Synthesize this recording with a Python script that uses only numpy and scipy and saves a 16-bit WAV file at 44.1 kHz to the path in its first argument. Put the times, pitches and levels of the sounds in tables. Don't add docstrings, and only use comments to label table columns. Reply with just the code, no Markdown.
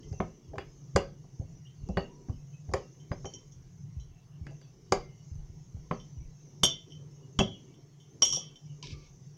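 import sys
import numpy as np
from scipy import signal
from scipy.fft import rfft, irfft, next_fast_len
from scipy.io import wavfile
from scipy.ndimage import uniform_filter1d, map_coordinates

SR = 44100
rng = np.random.default_rng(int(sys.argv[2]) if len(sys.argv) > 2 else 0)


def waveform_to_disk(signal):
    frames = np.transpose(np.atleast_2d(signal))
    scaled = np.clip(frames, -1, 1) * 32767
    samples = np.round(scaled).astype(np.int16)
    wavfile.write(sys.argv[1], SR, samples)


N = 413216

# (time [s], flame roar before its 4 dB lift [dB], gas hiss [dB], scrape of the jar's foot [dB])
BACKGROUND_LEVELS = [(0.0, -50.5, -65, -61), (0.6, -56, -68.5, -63.5), (1.62, -53, -69.5, -67.5),
                     (2.11, -57, -70.5, -56.5), (2.5, -54.5, -71, -68), (3.23, -55.5, -64.5, -62.5),
                     (3.7, -55.5, -70.5, -69), (4.33, -52, -76, -68), (4.7, -58, -68, -66.5),
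                     (4.91, -55, -70, -67.5), (6.97, -53.5, -67, -63), (7.25, -55, -70, -61),
                     (7.49, -54, -65.5, -62.5), (8.01, -59.5, -74, -68.5), (8.35, -49.5, -62, -53),
                     (8.51, -59.5, -68, -60), (8.92, -52, -68, -65.5), (9.37, -58.5, -70.5, -70.5)]
# (time [s], level [dB], t60 [s], level of the rumble that follows [dB])
PUSHES = [(0.041, -38, 0.11, -45), (0.114, -22.5, 0.088, -52), (0.197, -27.5, 0.16, -53),
          (0.483, -38, 0.22, -49), (0.575, -29, 0.073, -52), (0.952, -11.5, 0.079, -47.5),
          (1.396, -14.5, 0.042, -44.5), (1.78, -42, 0.11, -45), (1.833, -25.5, 0.065, -53),
          (1.888, -30, 0.35, -57), (1.967, -24, 0.11, -56), (2.295, -15, 0.056, -38),
          (2.684, -28.5, 0.21, -52), (2.735, -22, 0.091, -60.5), (3.11, -15.5, 0.047, -47),
          (3.242, -29.5, 0.075, -60), (3.56, -40, 0.11, -51.5), (3.965, -27.5, 0.18, -45.5),
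          (4.101, -39, 0.11, -58), (4.411, -28, 0.15, -45), (4.914, -26, 0.099, -44),
          (5.314, -28, .12, -40), (5.356, -28, 0.061, -54), (5.497, -29.5, 0.057, -65.5),
          (5.744, -25.5, 0.084, -43), (5.908, -33, 0.067, -48), (6.167, -35, 0.31, -45),
          (6.635, -34.5, 0.099, -55), (7.391, -13.5, 0.07, -56), (8.252, -43, 0.095, -62),
          (8.841, -47, .1, -47), (8.921, -31.5, 0.16, -61), (9.02, -55, .1, -55.5)]
# (time [s], counter level near 500 Hz [dB],
# then relative to that: counter at 200 Hz [dB], counter at 1 kHz [dB], click [dB], snap [dB])
CONTACTS = [(0.127, -45.5, -7, -19, -10.5, -17), (0.202, -26.5, -2, -5, -5.5, -45),
            (0.534, -34, -17.5, -39, -26, -49), (0.556, -45.5, -16.5, -5.5, -13, -25),
            (0.582, -32.5, -19, -8, 3.5, -21), (0.961, -17.5, -10.5, -6, -2.5, -11),
            (1.239, -55, -3, -9, -27, -25), (1.405, -43, 2.5, -37, -37, -51.5),
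            (1.888, -36, 4.5, -14, -27, -21.5), (1.971, -24, -2, -4.5, -2, -30),
            (2.285, -48.5, 13, -20, -14, -31), (2.294, -46.5, 12.5, -4, -18, -23.5),
            (2.69, -45.5, -4, -24.5, -15, -31.5), (2.714, -43, 0, -7, -32, -23),
            (2.737, -24.5, -12.5, -3, -4.5, -10.5), (3.116, -33.5, 0, -7.5, -2, -31),
            (3.245, -39.5, -19, -6, -11, -31.5), (3.255, -37, -9, -12, -8, -41),
            (4.467, -50, 1.5, -9, 6, -11), (4.509, -49.5, -18, -32.5, -23, -17),
            (4.614, -62, -7.5, -10, 2, -2.5), (4.922, -19, -10, -3.5, -1, -8.5),
            (5.764, -57, 4, -19, -25, -30), (5.911, -28, 0, -1.5, -3.5, -40),
            (6.633, -27, -1.5, -1, -0.5, -2), (6.884, -71, 1, -17, -1, -29), (7.39, -32, 10, -1, 5, -2.5),
            (7.4, -20, -0.5, -7, -13, -25), (8.22, -32.5, -12.5, -4.5, -4, -1),
            (8.23, -36, -15.5, -2, -12, -11.5), (8.329, -46, -12, 8.5, -30, -13),
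            (8.367, -40, -15, -12, -29, -6)]


def amp(db):
    return 10 ** (np.asarray(db) / 20)


def unit(x):
    return x / np.sqrt(np.mean(x ** 2) + 1e-20)


def along(points, hz):
    f, v = np.transpose(points)
    return np.interp(np.log(hz + 1), np.log(f + 1), v)


def curves(rows):
    s, *columns = np.transpose(rows)
    return [np.interp(np.arange(N) / SR, s, column) for column in columns]


def filtered(x, response):
    m = next_fast_len(N + SR // 2)
    return irfft(rfft(x, m) * response(np.fft.rfftfreq(m, 1 / SR)), m)[..., :N]


def resonances(modes):
    def response(f):
        return sum((-1) ** k * amp(db) * 1j * f * width / (hz * hz - f * f + 1j * f * width)
                   for k, (hz, width, db) in enumerate(modes))
    return response


def shaped(spectrum):
    return lambda hz: amp(along(spectrum, hz))


def rush(response, patchy_db):
    z = signal.stft(rng.standard_normal(N), nperseg=512)[2]
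    field = uniform_filter1d(rng.standard_normal(z.shape), size=2, axis=0)
    field = uniform_filter1d(field, size=14, axis=1)
    patchy = signal.istft(z * amp(patchy_db * unit(field)), nperseg=512)[1][:N]
    return unit(filtered(patchy, response))


def ringing(modes, gains_db, attack, drift):
    hz, _, t60 = np.transpose(modes)[:, :, None]
    t = np.arange(SR // 2) / SR
    steps = np.cumsum(rng.standard_normal((len(hz), 201)), axis=1)
    wander = np.array([np.interp(t, np.linspace(0, .5, 201), row - row[0]) for row in steps])
    swing = np.sin(2 * np.pi * hz * t + drift * wander)
    return np.sum(amp(gains_db[:, None] - 60 * t / t60) * swing, axis=0) * (1 - np.exp(-t / attack))


def add(track, s, sound):
    part = track[max(round(s * SR), 0):][:len(sound)]
    part += sound[:len(part)]


def wobble(rate):
    return map_coordinates(rng.standard_normal(int(N * rate / SR) + 4), [np.arange(N) * rate / SR])


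def wake(times, levels_db, rise, t60):
    out, t = np.zeros(N), np.arange(SR // 2) / SR
    for s, db in zip(times, levels_db):
        add(out, s, amp(db - 60 * t / t60) * (1 - np.exp(-t / rise)))
    return out


def strokes(times, lengths, levels_db, edge):
    t = np.arange(N) / SR
    shape = [0.0032, 0.65, 0.11, 0.00067]
    return sum(amp(db) * np.interp(t, [s, s + edge, s + edge + length, s + 3 * edge + length], shape)
               for s, length, db in np.broadcast(times, lengths, levels_db))


def room_tone():
    # (frequency [Hz], relative density [dB per Hz])
    air_colour = [(410, -16.5), (700, 0.5), (876, -5), (1590, -12.5), (2100, -8.5), (2560, -15.5),
                  (3000, -12), (4640, -20), (5580, -12.5), (6370, -14), (8080, -24.5), (13500, -29),
                  (15000, -21), (15800, -26), (16500, -44.5)]
    air_db = -73.5
    return amp(air_db) * rush(shaped(air_colour), patchy_db=2.5)


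def burner():
    # (frequency [Hz], width [Hz], level [dB])
    flame_modes = [(100, 41, -12), (129.9, 16, -4.5), (146.16, 14, -3), (181.2, 44, -13.5)]
    # (frequency [Hz], relative density [dB per Hz])
    jet_colour = [(2240, -42.5), (3800, -16), (4120, -16), (4680, -10.5), (4790, -16), (5230, -4.5),
                  (5600, -1.5), (6360, 3), (7500, -20), (8500, -48.5), (11000, -67.5), (18700, -120)]
    # (time [s], change [dB])
    roar_dips = [(.4, -16), (.76, -5), (2.85, -8), (4.61, -8), (6.8, -18), (7.57, -30), (8.58, -27),
                 (9.06, -9)]
    dip_s = .035
    t = np.arange(N) / SR
    roar_db, hiss_db, _ = curves(BACKGROUND_LEVELS)
    dips_db = sum(db * np.exp(-((t - s) / dip_s) ** 2) for s, db in roar_dips)
    roar_db = roar_db + dips_db + 1.7 * wobble(6)
    roar = amp(roar_db + 4) * rush(lambda f: resonances(flame_modes)(f) ** 1.694, patchy_db=1.5)
    hiss = amp(hiss_db + 1.4 * wobble(5.5)) * rush(shaped(jet_colour), patchy_db=5.0)
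    return roar + hiss


def counter_rumble():
    # (frequency [Hz], relative density [dB per Hz])
    rumble_colour = [(12, -22), (25, 5), (50, 4), (80, -6), (110, -21.5), (200, -65)]
    floor_db, edge_s, hold_s = -77.5, .03, 0.14
    push_s, _, _, after_db = np.transpose(PUSHES)
    gain = amp(floor_db) + strokes(push_s, hold_s, after_db, edge_s)
    return gain * rush(shaped(rumble_colour), patchy_db=3.5)


def rubbing():
    # (frequency [Hz], relative density [dB per Hz])
    scrape_colour = [(110, -53.5), (190, -12.5), (226, -10), (259, -7.5), (400, -8), (532, -19), (719, -35),
                     (855, -32.5), (932, -26), (1500, -44.5), (1950, -72), (3300, -120)]
    # (frequency [Hz], width [Hz], relative level [dB])
    drag_modes = [(1007, 300, -4.5), (2282, 53, 0), (2640, 170, 2), (2930, 190, 3.5), (3355, 180, -2.5),
                  (4495, 170, -3.5), (4900, 200, -5.5)]
    # (time [s], length [s], scrape level [dB], drag level [dB])
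    rub_rows = [(0.502, 0.22, -58, -96), (1.86, 0.16, -63, -75), (3.288, .16, -64, -65),
                (4.447, 0.1, -58, -72), (4.61, 0.039, -78, -70), (6.86, 0.063, -57, -75),
                (7.498, 0.38, -62, -69.5), (8.324, 0.18, -81, -53), (8.842, 0.15, -57.5, -66.5)]
    drag_floor_db, rub_edge_s = -83, .02
    scrape_after_db, scrape_t60 = -31, 0.13
    drag_after_db, drag_t60 = -20.5, 0.2
    scrape_db = curves(BACKGROUND_LEVELS)[2]
    knock_s, knock_db, _, _, click_db, _ = np.transpose(CONTACTS)
    rub_s, rub_length, rub_scrape_db, rub_drag_db = np.transpose(rub_rows)

    scrape = amp(scrape_db + 2.0 * wobble(8))
    scrape += wake(knock_s, knock_db + scrape_after_db, 0.017, scrape_t60)
    scrape += strokes(rub_s, rub_length, rub_scrape_db, rub_edge_s)
    drag = amp(drag_floor_db + 2.3 * wobble(8))
    drag += wake(knock_s, knock_db + click_db + drag_after_db, 0.0062, drag_t60)
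    drag += strokes(rub_s, rub_length, rub_drag_db, rub_edge_s)
    return scrape * rush(shaped(scrape_colour), patchy_db=2.5) + drag * rush(resonances(drag_modes), patchy_db=8.5)


def kitchen(x):
    # (frequency [Hz], t60 [s])
    room_decay = [(200, 0.42), (1000, 0.21), (4000, 0.32), (10000, 0.097)]
    out, step = np.zeros(N), SR // 4
    for start in range(0, N, step):
        hz, t, z = signal.stft(rng.standard_normal(SR // 2), SR, nperseg=256)
        fade = amp(-60 * t / along(room_decay, hz)[:, None])
        tail = signal.istft(z * fade, SR, nperseg=256)[1]
        answer = signal.fftconvolve(x[start:start + step], tail / np.linalg.norm(tail))
        add(out, start / SR + 0.0036, answer)
    return out


def faint_tones():
    # (time [s], level [dB], frequency [Hz], t60 [s])
    tone_rows = [(0.03, -66.5, 2040, 0.3), (0.129, -64.5, 2720, 0.62), (0.585, -53, 4900, 0.14),
                 (0.6, -64, 2710, .14), (1.651, -53, 2870, 0.15), (1.89, -62.5, 2690, .24),
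                 (2.08, -62, 964, 1), (2.08, -66, 2780, 0.22), (2.534, -60, 2570, 0.25),
                 (2.82, -66, 2756, 0.39), (3.12, -43, 4930, 0.07), (3.33, -72, 2113, .5),
                 (4.0, -61, 4000, 0.17), (4.472, -62.5, 2640, .21), (4.62, -64, 4600, 0.28),
                 (4.62, -69, 3430, 0.21), (4.96, -60, 410, 1), (5.02, -60.5, 2100, 0.57),
                 (6.75, -61, 2080, .21), (7.229, -64, 2870, 0.19), (7.541, -51.5, 2890, .2),
                 (8.83, -38.5, 972, 0.056), (8.931, -61, 1184, 0.56), (8.97, -68, 4550, .36),
                 (9.0, -66, 2230, .33)]
    out = np.zeros(N)
    for s, db, hz, t60 in tone_rows:
        add(out, s, ringing([(hz, db, t60)], np.array([db]), attack=.006, drift=0.58))
    return out


def rustle():
    # (time [s], level [dB])
    swell_rows = [(8.828, -47), (8.864, -51), (8.868, -54.5), (8.924, -51.5), (8.966, -66.5), (9.064, -66),
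                  (9.15, -87)]
    # (frequency [Hz], relative density [dB per Hz])
    colour = [(470, -57.5), (800, -42), (964, -8.5), (1490, -29), (1720, -5), (1950, -38.5), (2180, 2.5),
              (2770, -2), (5780, -1.5), (9500, -38), (12400, -78.5), (20900, -120)]
    # (time [s], level before the soft attack [dB])
    tick_rows = [(8.8265, -26), (8.8707, -29)]
    t = np.arange(N) / SR
    first_s, last_s = swell_rows[0][0], swell_rows[-1][0]
    inside = np.interp(t, [first_s - .002, first_s, last_s, last_s + .01], [0, 1, 1, 0])
    swell = inside * amp(curves(swell_rows)[0])
    tick_t = t[:SR // 20]
    for s, db in tick_rows:
        add(swell, s, amp(db - 60 * tick_t / 0.0083) * (1 - np.exp(-tick_t / 0.0013)))
    return swell * rush(shaped(colour), patchy_db=2)


def thuds():
    pitch_hz, spread_hz = 92, 2.4
    rock_s, rock_db, rock_t60 = .045, -17, 0.067
    out, t = np.zeros(N), np.arange(SR // 3) / SR
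    swings = []
    for s, db, t60, _ in PUSHES:
        swings += [(s, db, t60), (s + rock_s, db + rock_db, rock_t60)]
    sag = 0.41 * t + .75 * .03 * (1 - np.exp(-t / 0.024))
    for s, db, t60 in swings:
        turns = rng.normal(pitch_hz, spread_hz) * sag + rng.random()
        swell = (1 - np.exp(-t / 0.0026)) ** 2
        add(out, s, amp(db - 60 * t / t60) * swell * np.sin(2 * np.pi * turns))
    return out


def soft_contact(f, edge):
    return 1 / (1 + 1j * 1.4 * f / edge - (f / edge) ** 2) ** 2


def knocks():
    # (frequency [Hz], relative level [dB], t60 [s])
    counter_modes = [(174.1, 5, 0.099), (198.6, 0.5, .11), (252.7, -7.5, 0.15), (347.8, -17, 0.17),
                     (389.9, 1.5, 0.088), (508, 1, 0.075), (564, -2.5, 0.1), (656.3, -1.5, 0.092),
                     (739.6, 0, 0.071), (792.4, -8.5, 0.11), (958, -9, 0.14), (1047, 10.5, 0.019),
                     (1097, 5, 0.032), (1174, -7.5, 0.069), (1276, -17, 0.24)]
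    # (frequency [Hz], width [Hz], level [dB])
    click_modes = [(1030, 560, -7), (1420, 330, -1.5), (1674, 330, 1.5), (2108, 420, -0.5),
                   (2370, 210, -1.5), (2760, 120, -7), (3500, 2600, -14)]
    # (frequency [Hz], width [Hz], level [dB])
    snap_modes = [(4820, 280, 7), (6237, 770, 1), (7010, 880, 2.5), (7500, 330, -7), (8850, 820, -13.5),
                  (11200, 690, -23)]
    body, click, snap, t = np.zeros(N), np.zeros(N), np.zeros(N), np.arange(SR // 8) / SR
    hz, level, _ = np.transpose(counter_modes)
    for s, db, low, high, click_db, snap_db in CONTACTS:
        place = along([(270, low), (345, 0), (810, 0), (930, high)], hz)
        gains_db = level + place + rng.normal(0, 2.06, len(hz))
        rise = 0.00082 * amp(-click_db / 2)
        add(body, s, amp(db - 3) * ringing(counter_modes, gains_db, attack=rise, drift=0.55))
        grit = rng.standard_normal((2, len(t))) * (amp(-60 * t / 0.02) + amp(-16.5 - 60 * t / 0.12))
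        grit[:, [0, round(.0022 * SR)]] += [amp(15.5), -amp(15.0)]
        add(click, s, amp(db + click_db + 11.5) * grit[0])
        add(snap, s, amp(db + snap_db + 10.5) * grit[1])
    body = filtered(body, lambda f: soft_contact(f, 2500))
    click = filtered(click, lambda f: resonances(click_modes)(f) * soft_contact(f, 4200) ** 2)
    snap = filtered(snap, lambda f: resonances(snap_modes)(f) * soft_contact(f, 8500))
    return body + click + snap


def clinks():
    # (time [s], level near 3.1 kHz [dB], then relative to that, set by the place struck: 3.3 kHz [dB],
    # 3.5 kHz [dB], 5.7 kHz [dB], 6.4 kHz [dB], 9 kHz [dB]; free ring relative to the first burst [dB])
    touches = [(0.03, -55, -15, -17, -8, -12, -25, -14), (1.667, -57, -11, -14, -14, -20, -26, -8),
               (2.999, -69, -17, -13, -2, -5, -18.5, 5), (3.254, -44, -32, -34, 4, 0.5, -42, -15),
               (3.337, -43.5, -25, -34, 7, 1, -36, -17), (3.52, -73, -4, 2, 17.5, 12, -10, -6.5),
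               (3.998, -66, -14, -9, 6, -0.5, -23, 0), (5.999, -47.5, -22, -10, -5, -23, -39, -19),
               (6.634, -13.5, -14, -1, -5, -8, -8, -11.5), (6.652, -16, -18, -5, 1, -14, -18, -19),
               (6.687, -46, -12, -14, 12, -9.5, -27, -14), (6.904, -55, -9, -15, -1, -19, -25, -10.5),
               (6.921, -43, -20, -23, -8.5, -27, -36.5, -15),
               (7.389, -19, -5, -16, -9.5, -13.5, -29, -18.5), (7.74, -65.5, -8.5, -8, -4, -9, -16.5, -2.5),
               (8.001, -65.5, -7.5, -1, -1.5, -3.5, -18.5, 1.5), (8.222, -28, -10.5, -9, 7, -8, -25, 7.5),
               (8.23, -19, -15, -16.5, 4, -9, -15, -18), (8.249, -25, -18, -18, -12.5, -8, -18.5, -3),
               (8.258, -30, -12, -20, 6.5, -3, -21, -9.5), (8.28, -33, -20, -20, 7, -4.5, -12, -12),
               (8.302, -43, -10.5, -28, 9, -5, -18, 3.5), (8.325, -32.5, -7, -9, 14, 0, -16, -12),
               (8.334, -31, -9, -8, 11, -3, -14, -9.5), (8.337, -38, -7, -9, 16, -7, -11, -20),
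               (8.346, -41, -4, -5, 16.5, -0.5, -10, -7), (8.361, -41.5, -4, 3, 19, -10, -13, -3.5),
               (8.371, -40.5, -15, -15, 1, -8, -17, -4.5), (8.557, -49, -12, -4, -3.5, -11, -26, -28)]
    # (frequency [Hz], relative level [dB], t60 of the free ring [s])
    glass_modes = [(2191, -24, .3), (2850, -18, .2), (3032, -11, .2), (3090, 1, .3), (3149, -8, .25),
                   (3318, 5, .41), (3372, -9, .2), (3426, -5, .18), (3488, 2, .2), (3640, -8, .18),
                   (4484, -24, .18), (4646, -22, .15), (4850, -18, .25), (5550, -10, .25), (5629, 0, .2),
                   (5710, -2, .26), (5805, -8, .25), (6180, 1, .22), (6282, -3, .22), (6495, 0, .25),
                   (6675, -5, .25), (6890, -8, .18), (7460, -14, .15), (8435, -1, .2), (8850, -14, .14),
                   (9250, -12, .1), (9650, -12, .15), (10400, -12, .15), (11320, -10, .15),
                   (14800, -18, .1)]
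    crack_modes = [(3260, 900, 9), (6000, 1600, 1.5), (8890, 1800, -7.0),
                   (12370, 2500, -17.5), (15000, 1000, -26.5)]
    out, crack, t = np.zeros(N), np.zeros(N), np.arange(SR // 2) / SR
    hz, level, _ = np.transpose(glass_modes)
    crack_fade = (amp(-60 * t / 0.032) + amp(-17 - 60 * t / 0.2)) * (1 - np.exp(-t / .0015))
    for s, db, second, beside, third, fourth, high, free_db in touches:
        place = along([(3150, 0), (3300, second), (3380, second), (3420, beside), (3700, beside),
                       (5500, third), (5810, third), (6100, fourth), (7000, fourth), (8400, high)], hz)
        gains_db = level + place + rng.normal(0, 1.5, len(hz))
        ring = ringing(glass_modes, gains_db, attack=.0013, drift=.1)
        start = round(s * SR)
        out[start:][:len(t)] *= amp(-5 * (2 - np.exp(-t / 0.0011)))[:N - start]
        add(out, s, amp(db - 4) * ring * (amp(free_db) + amp(-60 * t / 0.083)))
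        crack_db = db + (third + high) / 2 - 19.0
        add(crack, s, amp(crack_db) * crack_fade * rng.standard_normal(len(t)))
    return out + filtered(crack, resonances(crack_modes))


def scene():
    background = room_tone() + burner() + counter_rumble() + rubbing()
    dull, bright = knocks(), clinks()
    wet = kitchen(amp(-11.5) * dull + amp(-8.0) * bright)
    return (dull + bright + wet + thuds() + rustle() + faint_tones() + background)[None]


def record(dry):
    top_hz = 16600
    return filtered(dry, lambda hz: hz < top_hz)


dry = scene()
out = record(dry)
waveform_to_disk(out)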